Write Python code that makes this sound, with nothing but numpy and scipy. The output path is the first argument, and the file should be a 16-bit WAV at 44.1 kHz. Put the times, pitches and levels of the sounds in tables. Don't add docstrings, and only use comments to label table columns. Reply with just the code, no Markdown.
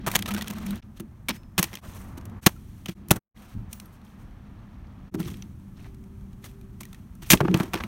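import sys
import numpy as np
from scipy.fft import rfft, irfft, next_fast_len
from scipy.io import wavfile
from scipy.ndimage import map_coordinates

SR = 44100
rng = np.random.default_rng(int(sys.argv[2]) if len(sys.argv) > 2 else 0)


def wrap_up_sound(samples):
    columns = np.atleast_2d(samples).T
    tamed = np.clip(columns, -1, 1)
    steps = np.round(tamed * 32767).astype(np.int16)
    wavfile.write(sys.argv[1], SR, steps)


N = 347066

# start in seconds, end in seconds.
GAPS = [(.809, .816), (1.809, 1.809), (2.409, 2.409), (2.944, 2.946), (3.195, 3.343), (5.106, 5.11)]
# start in seconds, reference level of the ring
# in dB, ring pitch in Hz, mid level of the crunch in dB, treble level of the crunch in dB.
DENTS = [(0.1155, -26, 2350, -31, -29), (0.1902, -28, 1600, -28, -31), (0.2224, -14, 3320, -27.5, -31),
         (0.2882, -14, 1296, -54, -36), (0.3382, -20, 1400, -41, -30.5), (0.3637, -19, 1530, -35, -43),
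         (0.4102, -16.5, 1910, -32, -40), (0.4434, -30, 1430, -42, -48), (0.473, -33.5, 3350, -34, -50),
         (0.4798, -26, 3000, -33, -33), (0.5346, -33, 2040, -47, -43), (0.5837, -30, 1340, -46, -42.5),
         (0.707, -26, 3880, -40, -36.5), (0.7282, -33, 2260, -53, -62), (0.756, -39, 1800, -55.5, -44),
         (0.825, -42.5, 1330, -42, -74.5), (1.2854, -5, 2260, -24, -31), (1.4327, -47.5, 2620, -57, -69),
         (1.7385, -25.5, 2080, -37.5, -42.5), (1.7532, -32, 2450, -35.5, -34),
         (1.7707, -34, 3360, -39, -60), (1.7857, -42, 2050, -51, -68), (2.2114, -50, 1550, -52, -58),
         (2.2538, -39, 1330, -51, -44), (2.2973, -47.5, 1410, -59, -58), (2.562, -36.5, 1350, -61, -62.5),
         (2.7794, -50, 1380, -63, -64.5), (2.8583, -18, 3020, -32.5, -38), (3.4205, -45.5, 1310, -62, -57),
         (3.7292, -15, 8530, -40.5, -32), (3.7989, -37, 3370, -41, -39.5), (3.8575, -42, 1350, -58.5, -56),
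         (4.0154, -46.5, 1330, -64.5, -65), (4.0488, -45, 1340, -60, -61), (4.3091, -48, 1500, -65.5, -71),
         (5.229, -33, 2590, -43, -50), (5.2823, -24, 3440, -58, -58), (5.3014, -36, 3120, -47, -49),
         (5.3414, -42, 2350, -45.5, -53), (5.3694, -45, 2210, -57, -53), (5.423, -19.5, 5980, -42, -53),
         (5.9444, -51.5, 1400, -60, -57.5), (6.0381, -47.5, 2220, -59.5, -59.5),
         (6.2094, -54, 1530, -65, -66), (6.3298, -51.5, 3400, -58, -61.5), (6.5134, -49, 2410, -61, -59),
         (6.6119, -43, 2420, -61, -57), (6.8319, -30, 2330, -45, -44), (6.8523, -33, 1900, -47.5, -46),
         (6.9287, -37.5, 1320, -46.5, -47), (6.9454, -37, 1890, -47, -52), (7.1521, -50, 1310, -64, -54),
         (7.3732, -25.5, 2600, -34, -43), (7.5734, -34, 1346, -39, -35), (7.7738, -25, 1730, -35, -56)]


def amp(db):
    return 10 ** (np.asarray(db) / 20)


def unit(x):
    return x / np.sqrt(np.mean(x ** 2) + 1e-20)


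def filtered(x, response):
    m = next_fast_len(x.shape[-1] + 8192)
    spectrum = rfft(x, m) * response(np.fft.rfftfreq(m, 1 / SR))
    return irfft(spectrum, m)[..., :x.shape[-1]]


def wobble(rate):
    knots = rng.standard_normal(int(N * rate / SR) + 4)
    return map_coordinates(knots, [np.arange(N) * rate / SR])


def band(lo_hz, hi_hz):
    gain = np.sqrt(SR / 2 / (hi_hz - lo_hz))

    def response(hz):
        high_pass = (hz / lo_hz) ** 3 / np.sqrt(1 + (hz / lo_hz) ** 6)
        return gain * high_pass / np.sqrt(1 + (hz / hi_hz) ** 10)
    return response


def bumps(rows):
    return lambda hz: amp(sum(db / (1 + (2 * (hz - c) / w) ** 2) for c, w, db in rows))


def three_bands(low, mid, high):
    # centre in Hz, width in Hz, peak in dB over the plain bands.
    wall_peaks = [(1060, 200, 0), (1470, 250, -4), (2500, 810, 3.5), (3230, 450, 3), (6000, 1000, 3)]
    x = filtered(low, band(380, 1500))
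    x = x + amp(-3.5) * filtered(mid, band(1500, 4800))
    x = x + filtered(high, band(6600, 15000))
    return filtered(x, bumps(wall_peaks))


def crackle(size, rate, spread_db):
    steps = rng.standard_normal(int(size * rate / SR) + 2)
    steps = steps[(np.arange(size) * rate / SR).astype(int)]
    return unit(rng.standard_normal(size) * amp(spread_db * steps))


def narrow(hz, width_hz):
    phase = 2 * np.pi * np.cumsum(hz + np.zeros(N)) / SR
    a, b = filtered(rng.standard_normal((2, N)), lambda f: 1 / (1 + (2 * f / width_hz) ** 2))
    return unit(a * np.sin(phase) + b * np.cos(phase))


def tone(hz, width_hz):
    return np.sqrt(2) * np.sin(2 * np.pi * np.cumsum(hz + width_hz * wobble(30)) / SR)


def backdrop():
    # far hiss low-mid, mid and treble, then rumble, drone and upper drone, all levels in dB.
    passages = [(-55.5, -61, -76, -41, -41.5, -52), (-64.5, -77.5, -75.5, -46.5, -57.5, -67.5),
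                (-54.5, -71.5, -76, -42, -49.5, -59.5), (-65.5, -70, -66.5, -44.5, -53, -63),
                (-63, -73, -78, -46.5, -48, -57), (-60, -71, -78, -49, -52, -65.5),
                (-65.5, -75.5, -72.5, -43.5, -49.5, -69.5)]
    index = np.searchsorted([end for _, end in GAPS], np.arange(N) / SR)
    return np.transpose(passages)[:, index]


def swells(rows, floor_db):
    rise_db_per_s = 899.5
    t, power = np.arange(N) / SR, amp(2 * floor_db)
    for start, hold, fade, *db in rows:
        before = np.clip(start - t, 0, None)
        after = np.clip(t - start - hold, 0, None)
        drop = rise_db_per_s * before + fade * after
        heard = drop < 50
        power[:, heard] += amp(2 * (np.array(db)[:, None] - drop[heard]))
    return 10 * np.log10(power)


def town():
    # start in seconds, hold in seconds, fade in dB per second, level in dB.
    gusts = [(2.05, 0.13, 43.5, -43.5), (3.13, 0.046, 200, -40), (3.555, 0.026, 112, -33.5),
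             (4.2, 0.87, 50.5, -46.5), (5.28, 0.042, 45, -39.5), (7.33, 0.025, 600, -26),
             (7.8, .1, 50, -40.5)]
    # start in seconds, hold in seconds,
    # fade in dB per second, drone level in dB, upper drone level in dB.
    booms = [(0, 0.017, 75, -38, -68), (.2, 0.22, 30, -37.5, -63), (.65, 0.085, 428, -33, -63),
             (1.01, 0.022, 253.5, -37.5, -50.5), (1.31, 0.014, 298.5, -37.5, -44.5),
             (3.13, 0.017, 189, -35.5, -41), (5.145, .01, 83, -33.5, -35.5), (7.34, 0.011, 500, -30, -24),
             (7.432, 0.018, 500, -23, -26), (7.5, 0.044, 400, -25.5, -29.5), (7.62, 0.035, 196, -41, -40.5)]
    # frequency in Hz, spectral level in dB.
    rumble_shape = [(15, -29), (28, -2.5), (70, -0.5), (110, -0.5), (150, -6.5), (260, -12), (400, -28),
                    (600, -58.5)]
    # time in seconds, frequency in Hz.
    drone_pitch = [(0, 205.3), (5.1, 198.5), (5.15, 160.8), (5.45, 195.3), (7.3, 200), (7.41, 151.5),
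                   (7.56, 184.8), (7.87, 199.6)]
    # pitch in Hz, pitch waver in Hz, mean level in dB, start in seconds, end in seconds.
    machine = (388, 3, -61.5, 5.5, 7.1)
    levels = backdrop()
    rumble_db, = swells(gusts, levels[3:4])
    drone_db, upper_db = swells(booms, levels[4:])
    t = np.arange(N) / SR

    f, db = np.transpose(rumble_shape)
    spectrum = lambda hz: amp(np.interp(np.log(hz + 1), np.log(f), db))
    rumble = unit(filtered(rng.standard_normal(N), spectrum))
    rumble = amp(rumble_db + 0.75 * wobble(8.6)) * rumble

    drone_hz = np.interp(t, *np.transpose(drone_pitch))
    drone = amp(drone_db) * narrow(drone_hz, width_hz=42)
    drone = drone + amp(upper_db) * narrow(320, width_hz=130)

    hz, waver_hz, hum_db, start, end = machine
    hum_fade = np.clip(np.minimum(t - start, end - t) / 0.3, 0, 1)
    hum = amp(hum_db + 3 * wobble(7)) * tone(hz, waver_hz) * hum_fade
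    return rumble + drone + hum


def rustle():
    # start in seconds, hold in seconds, fade in dB per second,
    # low-mid level in dB, mid level in dB, treble level in dB.
    scrapes = [(.1, 0.063, 200, -44, -48.5, -46.5), (.26, .14, 200, -48.5, -55, -58.5),
               (.46, .31, 300, -49.5, -56, -56.5), (.97, 0.02, 419, -66.5, -61, -61.5),
               (1.31, 0.051, 603, -53.5, -53.5, -53.5), (1.6, 0.028, 167, -47, -46.5, -46.5),
               (1.72, 0.12, 300, -57, -62.5, -59), (1.85, 0.14, 88, -55, -60.5, -54.5),
               (2.43, 0.026, 173, -52, -55.5, -49), (2.9, 0.01, 303, -61.5, -56, -53.5),
               (3.12, 0.01, 202, -38.5, -53, -47.5), (3.36, 0.18, 905, -62.5, -64.5, -64),
               (3.715, 0.042, 100, -67, -67, -58.5), (3.93, 0.019, 402, -72, -71, -64.5),
               (4.05, .06, 149, -70.5, -71, -69.5), (4.19, 0.038, 200.5, -78, -74, -71),
               (5.195, 0.092, 109, -54.5, -53.5, -52.5), (5.77, 0.1, 350, -62.5, -61.5, -67),
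               (6.44, 0.012, 205, -65, -56.5, -55), (6.8, 0.15, 100.5, -69.5, -70.5, -69),
               (7.23, .05, 302.5, -69, -59, -54.5), (7.3, 0.045, 250, -48, -44.5, -39),
               (7.42, 0.13, 200, -51, -60, -64), (7.55, 0.068, 148, -42.5, -53, -52.5),
               (7.74, 0.014, 72, -43, -52.5, -53.5)]
    levels_db = swells(scrapes, backdrop()[:3])
    near = np.clip((levels_db[1] + 72) / 15, .2, 1)
    patches_db = 2.6 * wobble(90) + 2.2 * np.array([wobble(60), wobble(70), wobble(80)])
    gain = amp(levels_db - 2.1 * near + near * patches_db)
    hiss = three_bands(*gain * rng.standard_normal(N))

    when, keep, pitch, size = rng.random((6000, 4)).T
    at = (when * (N - 300)).astype(int)
    hz = 1500 * 6 ** pitch
    snap_db = np.where(hz < 6000, levels_db[1, at], levels_db[2, at])
    snap_db = snap_db + 5 - 2.1 * np.log(size + 1e-3)
    strength = amp(snap_db) * (keep < .7 * near[at])
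    t = np.arange(256) / SR
    ring = np.sin(2 * np.pi * hz[:, None] * t) * np.exp(-t * hz[:, None] / 3.5)
    snaps = strength[:, None] * ring
    places = at[:, None] + np.arange(len(t))
    return hiss + np.bincount(places.ravel(), snaps.ravel(), N)


def bottle():
    # start in seconds,
    # crunch length in seconds, low-mid, mid and treble levels in dB, thump peak in dB, thump pitch in Hz.
    knocks = [(0.0642, 0.019, -28.5, -36.5, -31.5, -25, 150), (0.0731, 0.017, -27.5, -38, -36.5, -39, 196),
              (0.136, 0.0059, -35, -47, -43, -46, 158), (0.1506, 0.014, -26.5, -18, -20, -26, 167),
              (0.258, 0.0059, -41.5, -31.5, -38, -41, 200), (0.277, 0.018, -38, -38, -38, -33, 206),
              (0.3065, 0.015, -37.5, -36, -40.5, -43, 203), (0.3455, 0.0053, -38, -34.5, -35, -23.5, 210),
              (0.374, 0.018, -39.5, -37, -42, -42, 220), (0.42, .006, -42, -31, -36, -46, 209),
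              (0.5006, 0.01, -39.5, -39, -39.5, -32, 210), (0.662, 0.0075, -57, -43, -41, -40, 200),
              (0.998, 0.0092, -45, -46, -43, -24.5, 213), (1.288, 0.0063, -27.5, -26, -29, -24.5, 248),
              (1.298, .012, -34, -27.5, -44, -25.5, 214), (1.5792, 0.014, -27, -21.5, -24, -20, 179),
              (1.59, .01, -30, -28.5, -22, -15, 174), (1.6277, 0.0039, -31.5, -21.5, -17, -28.5, 214),
              (1.6393, 0.0051, -41, -26, -30, -33, 215), (1.73, 0.013, -44, -44, -50, -35.5, 198),
              (2.1725, 0.013, -49, -51, -50, -31, 268), (2.462, 0.0099, -15.5, -13, -11, -2, 195.5),
              (2.8832, 0.014, -43.5, -37.5, -45, -23.5, 180), (3.085, .0021, -59, -51, -39.5, -44, 177),
              (3.0973, .0026, -54.5, -60, -48, -28, 168), (3.107, 0.0095, -19, -18, -12.5, -5, 160),
              (3.158, 0.0099, -42.5, -50.5, -39, -32, 125), (5.141, 0.013, -40.5, -47, -47, -19.5, 284),
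              (5.195, 0.017, -42, -47, -42.5, -22, 189), (5.255, 0.0073, -68, -45, -66, -27.5, 139),
              (6.441, .01, -51.5, -45.5, -51, -42, 181), (6.8043, 0.014, -47.5, -48, -42.5, -35, 215),
              (7.2196, 0.016, -51, -50, -49, -32, 134), (7.3016, .014, -27.5, -11.5, -10.5, -16.5, 164),
              (7.317, 0.0087, -24, -12.5, -10, -14.5, 157), (7.3307, 0.0072, -14, -12.5, -16, -0.5, 216),
              (7.4044, 0.0051, -16.5, -30, -38, -13.5, 140), (7.4488, 0.0076, -29.5, -44, -61, -13.5, 334),
              (7.4806, 0.0021, -24.5, -38, -53, -18, 179), (7.512, .004, -48, -43, -62, -19, 193),
              (7.542, 0.0036, -21.5, -21, -32, -8.5, 175), (7.563, 0.0045, -47, -47, -55, -20.5, 168),
              (7.5998, 0.0094, -25, -34.5, -40.5, -12, 196), (7.6312, 0.007, -39, -40, -42.5, -25.5, 258),
              (7.7339, 0.011, -26, -28.5, -35.5, -23.5, 188), (7.751, 0.01, -34, -37.5, -47, -21.5, 372),
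              (7.8014, 0.01, -33, -38.5, -58, -30.5, 218), (7.836, 0.007, -38, -36, -44.5, -26.5, 209)]
    # thump width in Hz before damping, then the wall mode's pitch in Hz,
    # its width in Hz before damping, and its level in dB relative to the thump mode.
    resonances = (110, 330, 90, -2)
    width_hz, wall_hz, wall_width_hz, wall_db = resonances
    crunch, thump = np.zeros((3, N + SR)), np.zeros(N + SR)
    t = np.arange(SR // 6) / SR
    mode = lambda f, c, w: 1j * f * w / (c * c - f * f + 1j * f * w)
    t60 = np.array([[.035], [.016], [.011]])
    dents = [(s, 0.0025, mid_db - 14.5, mid_db, treble_db) for s, _, _, mid_db, treble_db in DENTS]
    for s, length, low_db, mid_db, treble_db, *body in knocks + dents:
        attack = np.clip(t / (.0004 + .08 * length), 0, 1)
        decay_db = -4 * np.minimum(t / length, 1) - 60 * np.maximum(t - length, 0) / t60
        shape = attack * amp(decay_db)
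        shape = shape + amp(-19.5 - 60 * t / 0.093)
        at = slice(round(s * SR), round(s * SR) + len(t))
        grit = shape * crackle(size=len(t), rate=1200, spread_db=4.0)
        even = np.linalg.norm(shape[1]) / np.linalg.norm(grit[1])
        crunch[:, at] += amp([[low_db], [mid_db], [treble_db]]) * grit * even
        if body:
            thump_db, hz = body
            lag = .7 / hz + .1 * length
            squeeze = np.sin(np.pi * np.clip((t - lag) / 0.0027, 0, 1))
            squeeze = squeeze + 0.13 * shape[0] * rng.standard_normal(len(t))
            damp = np.clip(1 + thump_db / 32, .3, 1)
            response = lambda f: (mode(f, hz, width_hz * damp)
                                  + amp(wall_db) * mode(f, wall_hz, wall_width_hz * damp))
            ring = filtered(squeeze, response)
            thump[at] += amp(thump_db) * ring / np.abs(ring).max()
    return (three_bands(*crunch) + thump)[:N]


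def pops():
    ring_db, ring_cycles = -11, 9
    x, t = np.zeros(N + SR), np.arange(SR // 50) / SR
    for s, db, hz, *_ in DENTS:
        envelope = np.exp(-t * hz / ring_cycles) * (1 - np.exp(-t * hz / 1.5))
        x[round(s * SR):][:len(t)] += amp(db + ring_db) * np.sin(2 * np.pi * hz * t) * envelope
    return x[:N]


def tinks():
    # start in seconds, starting pitch in Hz, mean starting level in dB,
    # 60 dB decay time in seconds.
    metal_modes = [(1.309, 5250, -57, 0.47), (3.73, 15500, -52, 0.25), (3.801, 8300, -72, .2),
                   (3.801, 12300, -72, .3), (3.81, 9500, -65, .06), (3.857, 11700, -48, 0.039),
                   (3.858, 9200, -66, .1)]
    sag = .04
    t, x = np.arange(N) / SR, np.zeros(N)
    for s, hz, db, t60 in metal_modes:
        level_db = db - 60 * np.abs(t - s) / t60 + 3.3 * wobble(40)
        x += (t > s) * amp(level_db) * tone(hz * (1 - sag * (t - s)), width_hz=40)
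    return x


def scene():
    return (town() + rustle() + bottle() + pops() + tinks())[None]


def record(dry):
    # centre in Hz, width in Hz, depth in dB.
    treble_dips = [(4910, 550, -4), (7500, 660, -3.5), (10500, 590, -6.5)]
    t, fade = np.arange(N) / SR, np.ones(N)
    for start, end in GAPS:
        fade *= np.clip(np.maximum((start - t) / .022, (t - end) / .03), .002, 1)
    x = filtered(dry, bumps(treble_dips)) * fade
    x = x / (1 + np.abs(x / .86) ** 4) ** (1 / 4)
    return filtered(x, lambda hz: amp(-np.clip(hz - 15900, 0, 300) / 12 - np.clip(hz - 16900, 0, 450) / 5))


dry = scene()
out = record(dry)
wrap_up_sound(out)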